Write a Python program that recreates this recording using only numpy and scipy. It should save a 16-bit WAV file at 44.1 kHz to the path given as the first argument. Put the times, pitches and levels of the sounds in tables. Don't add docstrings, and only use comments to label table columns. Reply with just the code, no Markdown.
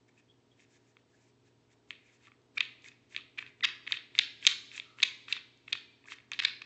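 import sys
import numpy as np
from scipy import signal
from scipy.fft import rfft, irfft
from scipy.io import wavfile
from scipy.ndimage import uniform_filter1d

SR = 44100
rng = np.random.default_rng(int(sys.argv[2]) if len(sys.argv) > 2 else 0)


def dump(signal):
    limited = np.clip(np.atleast_2d(signal).T, -1, 1)
    pcm = np.round(limited * 32767).astype(np.int16)
    wavfile.write(sys.argv[1], SR, pcm)


def boost_factor(decibels):
    exponent = np.asarray(decibels, float) / 20
    return 10 ** exponent


N = 293265

# pitch_hz, density_db (per Hz)
AIR_SPECTRUM = [(15, -53.5), (25, -17.5), (64, -12), (112, -2.5), (174, -9.5), (275, -5.5), (416, -12),
                (570, -20), (628, -16), (1500, -22), (3590, -24), (7430, -31), (8190, -21), (10600, -63),
                (18000, -120)]
# pitch_hz, level_db (rms)
HUM_TONES = [(120, -74.5), (237, -80.5), (274, -78), (296, -82.5), (355, -79.5), (415, -78.5), (474, -85),
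             (533, -90), (637, -87.5), (950, -88)]
RUMBLE_DB, HISS_DB = -75, -76
RUMBLE_LOW_HZ, SPLIT_HZ = 36.2, 493
OPEN_FROM_DB, OPEN_SLOPE, OPEN_MOST_DB, OPEN_HOLD_S = -64.5, 0.14, 7, 0.067

# pitch_hz, t60_s, level_db
ROOM_BANDS = [(700, 0.43, -9.5), (1200, 0.26, 1.5), (2000, 0.27, -2.5), (3240, 0.17, -2.5),
              (4470, 0.22, -1.5), (5560, 0.33, 2), (8050, 0.063, -12)]
ROOM_DB, ROOM_RISE_S, ROOM_GAP_S = -16, 0.021, 0.001
LATE_DB, LATE_STRETCH = -18, 4.66
ECHO_SPREAD_DB, ECHO_RATE_HZ = 2.5, 200

# start_s, length_s, first_hz, last_hz, level_db
CHIRPS_OF_THREAD = [(0.075, .03, 1930, 2455, -68), (0.169, .04, 2480, 2530, -63),
                    (0.28, 0.05, 3240, 3370, -65.5), (0.506, 0.034, 3330, 3370, -67.5),
                    (1.125, 0.035, 1630, 1750, -68), (2.044, 0.044, 2260, 2480, -62.5),
                    (2.269, 0.02, 1100, 1290, -57), (2.845, 0.024, 1906, 2200, -53),
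                    (3.175, .03, 1200, 1200, -57), (4.776, 0.34, 1288, 1313, -64),
                    (6.04, 0.029, 925, 1180, -58), (6.074, 0.01, 1660, 1780, -50)]
# start_s, length_s, first_hz, last_hz, level_db
FIBRE_WHISTLES = [
    (2.568, 0.014, 1610, 934, -45),
    (2.5712, 0.013, 2370, 2405, -26),
    (3.377, .015, 2490, 2200, -38.5),
    (2.087, 0.018, 2450, 2000, -62),
    (2.868, 0.033, 2450, 2590, -54.5),
    (4.739, 0.027, 2504, 2510, -50),
    (5.871, 0.039, 2370, 2370, -61.5),
    (5.92, 0.039, 2367, 2370, -66),
]
CHIRP_ROUGH, WHISTLE_ROUGH = 0.75, 0.15

# time_s, slips_per_s, level_db, overtone_loss_db
SQUEAK_PATH = [
    (3.6241, 2430, -65, 27),
    (3.627, 2050, -34.5, 37),
    (3.632, 2000, -30, 22),
    (3.636, 1810, -26.5, 2),
    (3.638, 1270, -33.5, -2.5),
    (3.643, 1120, -38, -5),
    (3.648, 760, -58, -16.5),
    (3.656, 1120, -48.5, -2),
]
SQUEAK_ROUGH_DB = 2.5

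# start_s, length_s, wood_db, skin_hiss_db
FINGER_RUBS = [(0.076, 0.022, -76, -74), (0.145, 0.069, -76, -72.5), (0.518, 0.017, -90, -81),
               (0.547, 0.11, -75, -72), (0.67, 0.12, -75.5, -70.5), (0.77, 0.16, -83, -78),
               (1.025, 0.296, -82.5, -77), (1.427, 0.07, -80, -72.5), (1.677, 0.07, -77.5, -74),
               (1.871, 0.056, -74, -68), (1.954, 0.23, -75, -76.5), (2.175, 0.12, -69.5, -72.5),
               (2.546, 0.039, -67.5, -67), (2.814, 0.09, -63.5, -59), (3.075, 0.12, -63.5, -63),
               (3.386, 0.046, -59, -64.5), (3.427, 0.084, -65, -79), (3.844, 0.13, -54.5, -61.5),
               (4.133, 0.058, -57.5, -61), (4.397, 0.15, -45, -51), (4.694, 0.11, -54.5, -56.5),
               (4.961, 0.075, -59.5, -61), (5.263, 0.091, -49.5, -58), (5.339, 0.042, -51, -80),
               (5.653, 0.073, -65.5, -62), (6.046, 0.05, -72, -68), (6.076, 0.072, -51.5, -56),
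               (6.313, 0.038, -50.5, -67), (6.393, 0.056, -52.5, -62.5), (6.478, 0.01, -65, -53.5)]
# start_s, length_s, wood_tone_hz, wood_db, hiss_db (re wood)
THREAD_JAMS = [(2.574, 0.01, 2770, -38.5, -28), (3.377, 0.02, 2320, -44, -28),
               (3.640, 0.0155, 2900, -29.5, -16), (4.1882, .0075, 2900, -31, -21),
               (4.4662, 0.0097, 3100, -24.5, -12), (5.025, 0.011, 2840, -27.5, -22),
               (5.7247, 0.012, 2720, -38, -21.5), (6.388, 0.017, 2780, -34.5, -30),
               (6.421, 0.005, 2200, -41.5, -25), (6.433, 0.0068, 2690, -42, -22),
               (6.4448, 0.012, 2900, -29, -18.5), (6.616, 0.0075, 2500, -47, -25)]
RUB_HZ, RUB_HZ_PER_DB = 3150, 11.5
RUB_PATCHY_DB, GRAIN_SPREAD_DB = 2.5, 2.2
SWELL_SHARE, LET_GO_S = 0.67, 0.022

# pitch_hz, level_db, t60_s
WOOD_MODES = [(1730, 4, 0.0098), (2200, 6, 0.0056), (2588, 2.5, 0.0097), (3220, -2, 0.011),
              (3640, 3, 0.011), (4130, 11.5, 0.0023), (4824, -0.5, 0.01), (5270, 2.5, 0.0035)]
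# pitch_hz, level_db, t60_s
EDGE_MODES = [(5340, 5, 0.0004), (6364, -4, 0.0037), (8100, -11, 0.0024)]
# pitch_hz, level_db, t60_s
BODY_MODES = [(1100, 0, 0.0037), (1540, -2, 0.0035)]
TONE_WIDTH_OCT = 0.44
CONTACT_S, MODE_SPREAD_DB = 0.00024, 1.5
BOUNCE_S, BOUNCE_DB, LEAD_S = 0.00118, -6.5, 0.0008936
ALL_ROUND_DB, ALL_ROUND_BLUR = 2, 0.44
# time_s, peak_db, wood_tone_hz, edge_db (re peak)
HARD_SLAPS = [(1.907, -23.5, 2650, -28), (2.5795, -19.5, 2500, -27), (2.6064, -10.5, 2820, -20),
              (3.164, -18, 2900, -24.5), (3.3888, -24, 2390, -28), (3.6528, -13.5, 2710, -20.5),
              (3.6883, -23.5, 2630, -22.5), (3.8769, -22, 2440, -31.5), (3.922, -11.5, 3150, -20.5),
              (3.9282, -19.5, 2300, -31), (4.1814, -22.5, 2470, -17.5), (4.1894, -4, 3460, -16),
              (4.1942, -10.5, 2780, -28), (4.4518, -21, 2760, -36), (4.4677, -1.5, 3520, -7),
              (4.4705, -17, 2620, -21.5), (4.4735, -10.5, 3290, -4.5), (4.7988, -23, 2900, -26.5),
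              (5.0302, -6, 3310, -19.5), (5.0335, -9, 3000, -10), (5.0362, -15, 2950, -12.5),
              (5.3258, -13.5, 3330, -21.5), (5.329, -18.5, 2940, -15), (5.7262, -21.5, 2860, -26.5),
              (5.729, -13, 3330, -18.5), (6.3176, -22.5, 2540, -8), (6.334, -24.5, 3400, -31),
              (6.3908, -17, 2970, -24.5), (6.4005, -15.5, 2640, -25), (6.4505, -8, 3010, -25)]
# time_s, peak_db, wood_tone_hz, body_db (re peak)
ROCKING_TAPS = [(0.969, -45.5, 2640, -5.5), (2.3187, -47.5, 2300, -1.5), (2.6104, -21, 2430, -9.5),
                (2.8438, -39.5, 2720, -26), (3.148, -30, 2400, -25), (3.177, -31, 2570, -29),
                (3.3863, -29, 2590, -30.5), (3.4256, -30.5, 2250, -9), (3.4646, -38, 2600, -14),
                (3.6081, -35.5, 2550, -12.5), (3.8667, -34.5, 2530, -13), (3.9103, -34.5, 2510, -1.5),
                (3.9711, -25.5, 2830, -16.5), (3.989, -36.5, 2830, -14.5), (4.1519, -27.5, 2640, -16.5),
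                (4.716, -36, 2580, -21), (4.7783, -26.5, 2740, -19), (4.9869, -38, 2290, -0.5),
                (5.0025, -28.5, 2660, -18), (5.0216, -24, 3630, -14.5), (5.2832, -34.5, 2900, -3),
                (5.3666, -32, 3300, -3), (5.6813, -33.5, 2500, -11.5), (5.7336, -26, 3050, -18.5),
                (5.753, -31, 2230, -4), (6.0851, -37.5, 1940, -8), (6.1207, -27.5, 2480, -6.5),
                (6.3215, -32, 2240, -2.5), (6.483, -25.5, 2700, -13), (6.6194, -37.5, 2500, -2.5)]
# time_s, peak_db
THREAD_TICKS = [(0.5953, -53), (0.602, -50.5), (0.65, -57), (1.916, -42), (2.2555, -51.5), (2.27, -46.5),
                (2.282, -50), (2.8598, -43), (2.887, -49.5), (2.917, -46.5), (3.1254, -48), (3.1528, -37),
                (3.3756, -39.5), (3.476, -44.5), (3.874, -27.5), (3.941, -25.5), (4.4195, -49.5),
                (4.4268, -34), (4.4325, -38.5), (5.2867, -35.5), (5.3098, -40), (5.3765, -34), (5.39, -39),
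                (5.679, -39.5), (5.724, -27.5), (6.0413, -50), (6.057, -47.5), (6.1854, -41), (6.2022, -47),
                (6.3467, -37)]
# time_s, peak_db
NAIL_TICKS = [
    (2.418, -67),
    (2.822, -57),
    (2.8853, -42.5),
    (3.102, -61),
    (5.575, -58),
    (6.161, -59),
]
NAIL_HZ, NAIL_EDGE_DB = 4300, 0
TICK_HZ, TICK_HZ_PER_DB, LIGHT_EDGE_DB = 2900, 10.5, -27.5
BODY_DB, BODY_FULL_HZ, BODY_LOSS_DB_PER_KHZ = -17.5, 2650, 32

MIC_LOW_HZ, CUTOFF_HZ, OVERLOAD = 1050, 8460, 0.97


def rms_one(x):
    return x / np.sqrt(np.mean(x ** 2) + 1e-20)


def at_hz(points, hz, column):
    points = np.array(points)
    return np.interp(np.log(hz), np.log(points[:, 0]), points[:, column])


def filtered(x, order, edge_hz, kind):
    return signal.sosfilt(signal.butter(order, edge_hz, kind, fs=SR, output="sos"), x)


def coloured(spectrum_db, lowest_hz=10):
    hz = np.maximum(np.fft.rfftfreq(N, 1 / SR), lowest_hz)
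    return rms_one(irfft(rfft(rng.standard_normal(N)) * boost_factor(spectrum_db(hz)), N))


def drift(rate_hz):
    return coloured(lambda hz: -30 * np.log10(1 + (hz / rate_hz) ** 2), lowest_hz=.1)


def background():
    air = coloured(lambda hz: at_hz(AIR_SPECTRUM, hz, 1))
    rumble = rms_one(filtered(air, 4, [RUMBLE_LOW_HZ, SPLIT_HZ], "band"))
    hiss = rms_one(filtered(air, 4, SPLIT_HZ, "high"))
    waver = drift(rate_hz=2.5)
    hum = np.zeros(N)
    for k, (hz, level_db) in enumerate(HUM_TONES):
        loudness = boost_factor(level_db + 2.0 + 0.64 * np.roll(waver, 9001 * k))
        pitch_hz = hz + 1.076 * np.roll(waver, -17003 * k)
        hum += loudness * np.sin(2 * np.pi * np.cumsum(pitch_hz) / SR + k)
    return boost_factor(RUMBLE_DB) * rumble + hum + boost_factor(HISS_DB) * hiss


def opening(sound):
    power = uniform_filter1d(sound ** 2, round(OPEN_HOLD_S * SR))
    level_db = 10 * np.log10(np.maximum(power, 1e-12))
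    return boost_factor(np.clip(OPEN_SLOPE * (level_db - OPEN_FROM_DB), 0, OPEN_MOST_DB))


def room(x):
    t = np.arange(SR) / SR
    edges = 500 * 2 ** np.arange(0, 4.3, .5)
    response = np.zeros(SR)
    for low, high in zip(edges, edges[1:]):
        band = filtered(rng.standard_normal(SR), 2, [low, high], "band")
        hz = np.sqrt(low * high)
        fall_db = 60 * t / at_hz(ROOM_BANDS, hz, 1)
        decay = boost_factor(-fall_db) + boost_factor(LATE_DB - fall_db / LATE_STRETCH)
        response += band * boost_factor(at_hz(ROOM_BANDS, hz, 2)) * decay
    response *= 1 - np.exp(-np.maximum(t - ROOM_GAP_S, 0) / ROOM_RISE_S)
    response *= boost_factor(ECHO_SPREAD_DB * drift(ECHO_RATE_HZ)[:SR] * np.exp(-t / 0.11))
    response /= np.sqrt(np.sum(response ** 2))
    return boost_factor(ROOM_DB) * signal.fftconvolve(x, response)[:N]


def chirps():
    out = np.zeros(N)
    blur = (drift(rate_hz=190) + 1j * drift(rate_hz=150)) / np.sqrt(2)
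    for rows, rough in ((CHIRPS_OF_THREAD, CHIRP_ROUGH), (FIBRE_WHISTLES, WHISTLE_ROUGH)):
        for s, length, first_hz, last_hz, level_db in rows:
            i, n = round(s * SR), round(length * SR)
            line = np.exp(2j * np.pi * np.cumsum(np.linspace(first_hz, last_hz, n)) / SR)
            slip = np.real((1 - rough + rough * blur[i:i + n]) * line)
            out[i:i + n] += boost_factor(level_db) * signal.windows.tukey(n, .6) * slip
    return out


def squeak():
    s, *columns = np.transpose(SQUEAK_PATH)
    t = np.arange(s[0], s[-1], 1 / SR)
    slips_per_s, level_db, loss_db = [np.interp(t, s, c) for c in columns]
    turns = np.cumsum(slips_per_s) / SR
    flutter_db = SQUEAK_ROUGH_DB * drift(rate_hz=440)[:6 * len(t)].reshape(6, -1)
    wave = np.zeros(len(t))
    for k in range(1, 6):
        above = min(k - 1, 2)
        damping_db = -12.0 * np.maximum(np.log2(k * slips_per_s / 3600), 0)
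        overtone_db = flutter_db[k] * above + damping_db * k / 2 - loss_db * above
        wave += boost_factor(overtone_db) * np.sin(2 * np.pi * k * turns + k * k)
    out = np.zeros(N)
    out[round(s[0] * SR):][:len(t)] = boost_factor(level_db) * wave
    return out


def tone_db(hz, centre_hz):
    return -6.0 * (np.log2(hz / centre_hz) / TONE_WIDTH_OCT) ** 2


def ring(clicks, hz, t60):
    r, w = boost_factor(-60 / (t60 * SR)), 2 * np.pi * hz / SR
    return signal.lfilter([0, np.sin(w)], [1, -2 * r * np.cos(w), r * r], clicks + 1e-18)


def rubs():
    sizes = boost_factor(GRAIN_SPREAD_DB * np.minimum(rng.exponential(1, N), 4)) * rng.choice([-1, 1], N)
    grains = rms_one(sizes * (rng.random(N) < 5000 / SR))
    dealt = [(-1) ** k * grains * rng.normal(1, 0.94, N) for k in range(len(WOOD_MODES))]
    skin = coloured(lambda hz: -9.0 * np.log2(hz / 7000) ** 2 + 2.0 / (1 + ((hz - 7500) / 1200) ** 2))
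    skin *= boost_factor(RUB_PATCHY_DB * drift(rate_hz=25))
    strokes = [(s, length, RUB_HZ + RUB_HZ_PER_DB * db, db, skin_db)
               for s, length, db, skin_db in FINGER_RUBS]
    strokes += [(s, length, hz, db, db + hiss_db) for s, length, hz, db, hiss_db in THREAD_JAMS]
    out = np.zeros(N)
    for s, length, centre_hz, wood_db, skin_db in strokes:
        i, n, tail = round(s * SR), round(length * SR), 600
        span = slice(i, i + n + tail)
        t = np.arange(n) / SR
        swell_s = length * np.clip(length / 0.08, .35, SWELL_SHARE)
        let_go_s = min(LET_GO_S, 0.27 * length)
        shape = np.clip(np.minimum(t / swell_s, (length - t) / let_go_s), 0, 1)
        stroke = np.pad(np.sin(np.pi / 2 * shape) ** 2, (0, tail))
        body = np.zeros(n + tail)
        for catches, (hz, level_db, t60) in zip(dealt, WOOD_MODES):
            mode_db = level_db + tone_db(hz, centre_hz) * 0.48
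            body += boost_factor(mode_db) * ring(stroke * catches[span], hz, t60)
        out[span] += boost_factor(wood_db) * rms_one(body) + boost_factor(skin_db) * stroke * skin[span]
    return out


def contacts():
    def body(hz):
        return BODY_DB - BODY_LOSS_DB_PER_KHZ * max(hz - BODY_FULL_HZ, 0) / 1000

    slaps = [(s, db, hz, edge, body(hz)) for s, db, hz, edge in HARD_SLAPS]
    taps = [(s, db, hz, LIGHT_EDGE_DB, low) for s, db, hz, low in ROCKING_TAPS]
    ticks = [(s, db, TICK_HZ + TICK_HZ_PER_DB * db, LIGHT_EDGE_DB, BODY_DB) for s, db in THREAD_TICKS]
    nail = [(s, db, NAIL_HZ, NAIL_EDGE_DB, body(NAIL_HZ)) for s, db in NAIL_TICKS]
    return slaps + taps + ticks + nail


def struck(modes, extra_db):
    hz, level_db, t60 = np.transpose(modes)[:, :, None]
    t = np.arange(800) / SR
    signs = (-1.) ** np.arange(len(modes))[:, None]
    decay = boost_factor(level_db + extra_db[:, None] - 60 * t / t60)
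    wave = np.sum(signs * decay * np.sin(2 * np.pi * hz * t), axis=0)
    wave *= 1 - np.exp(-(t / CONTACT_S) ** 2)
    return wave / np.abs(wave).max()


def knocks():
    out = np.zeros((2, N + 1000))
    wood, edge, low_body = [np.array(modes) * [1, 1, ALL_ROUND_BLUR]
                            for modes in (WOOD_MODES, EDGE_MODES, BODY_MODES)]
    wood_hz = np.array(WOOD_MODES)[:, 0]
    for (s, peak_db, centre_hz, edge_db, body_db), chance in zip(contacts(), rng.standard_normal((120, 16))):
        spread_db = MODE_SPREAD_DB * chance
        colour_db = tone_db(wood_hz, centre_hz)
        tone = struck(WOOD_MODES, colour_db + spread_db[:8])
        wave = tone + boost_factor(edge_db) * struck(EDGE_MODES, spread_db[8:11])
        wave += boost_factor(body_db) * struck(BODY_MODES, spread_db[11:13])
        around = struck(wood, colour_db) + boost_factor(edge_db) * struck(edge, np.zeros(3))
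        around += boost_factor(body_db) * struck(low_body, np.zeros(2))
        i = round((s - LEAD_S) * SR)
        both = np.array([wave, boost_factor(ALL_ROUND_DB) * around])
        out[:, i:i + 800] += boost_factor(peak_db) * np.sign(chance[13]) * both
        later = i + round(np.clip(BOUNCE_S * boost_factor(2.5 * chance[14]) * SR, 10, 190))
        out[0, later:later + 800] += boost_factor(peak_db + BOUNCE_DB + 2.0 * chance[15]) * tone
    return out[:, :N]


def scene():
    wood = knocks() + rubs() + squeak() + chirps()
    direct, around = filtered(wood, 5, MIC_LOW_HZ, "high")
    heard = direct + room(around)
    return (heard + opening(heard) * background())[None]


def roll_off(x):
    return signal.sosfilt(signal.butter(12, 8340, fs=SR, output="sos"), x)


def record(dry):
    rounded = dry / (1 + (dry / OVERLOAD) ** 16) ** (1 / 16)
    steep = signal.cheby2(10, 56, CUTOFF_HZ * 1.092, fs=SR, output="sos")
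    mix = signal.sosfilt(steep, rounded)
    return roll_off(mix)


dry = scene()
out = record(dry)
dump(out)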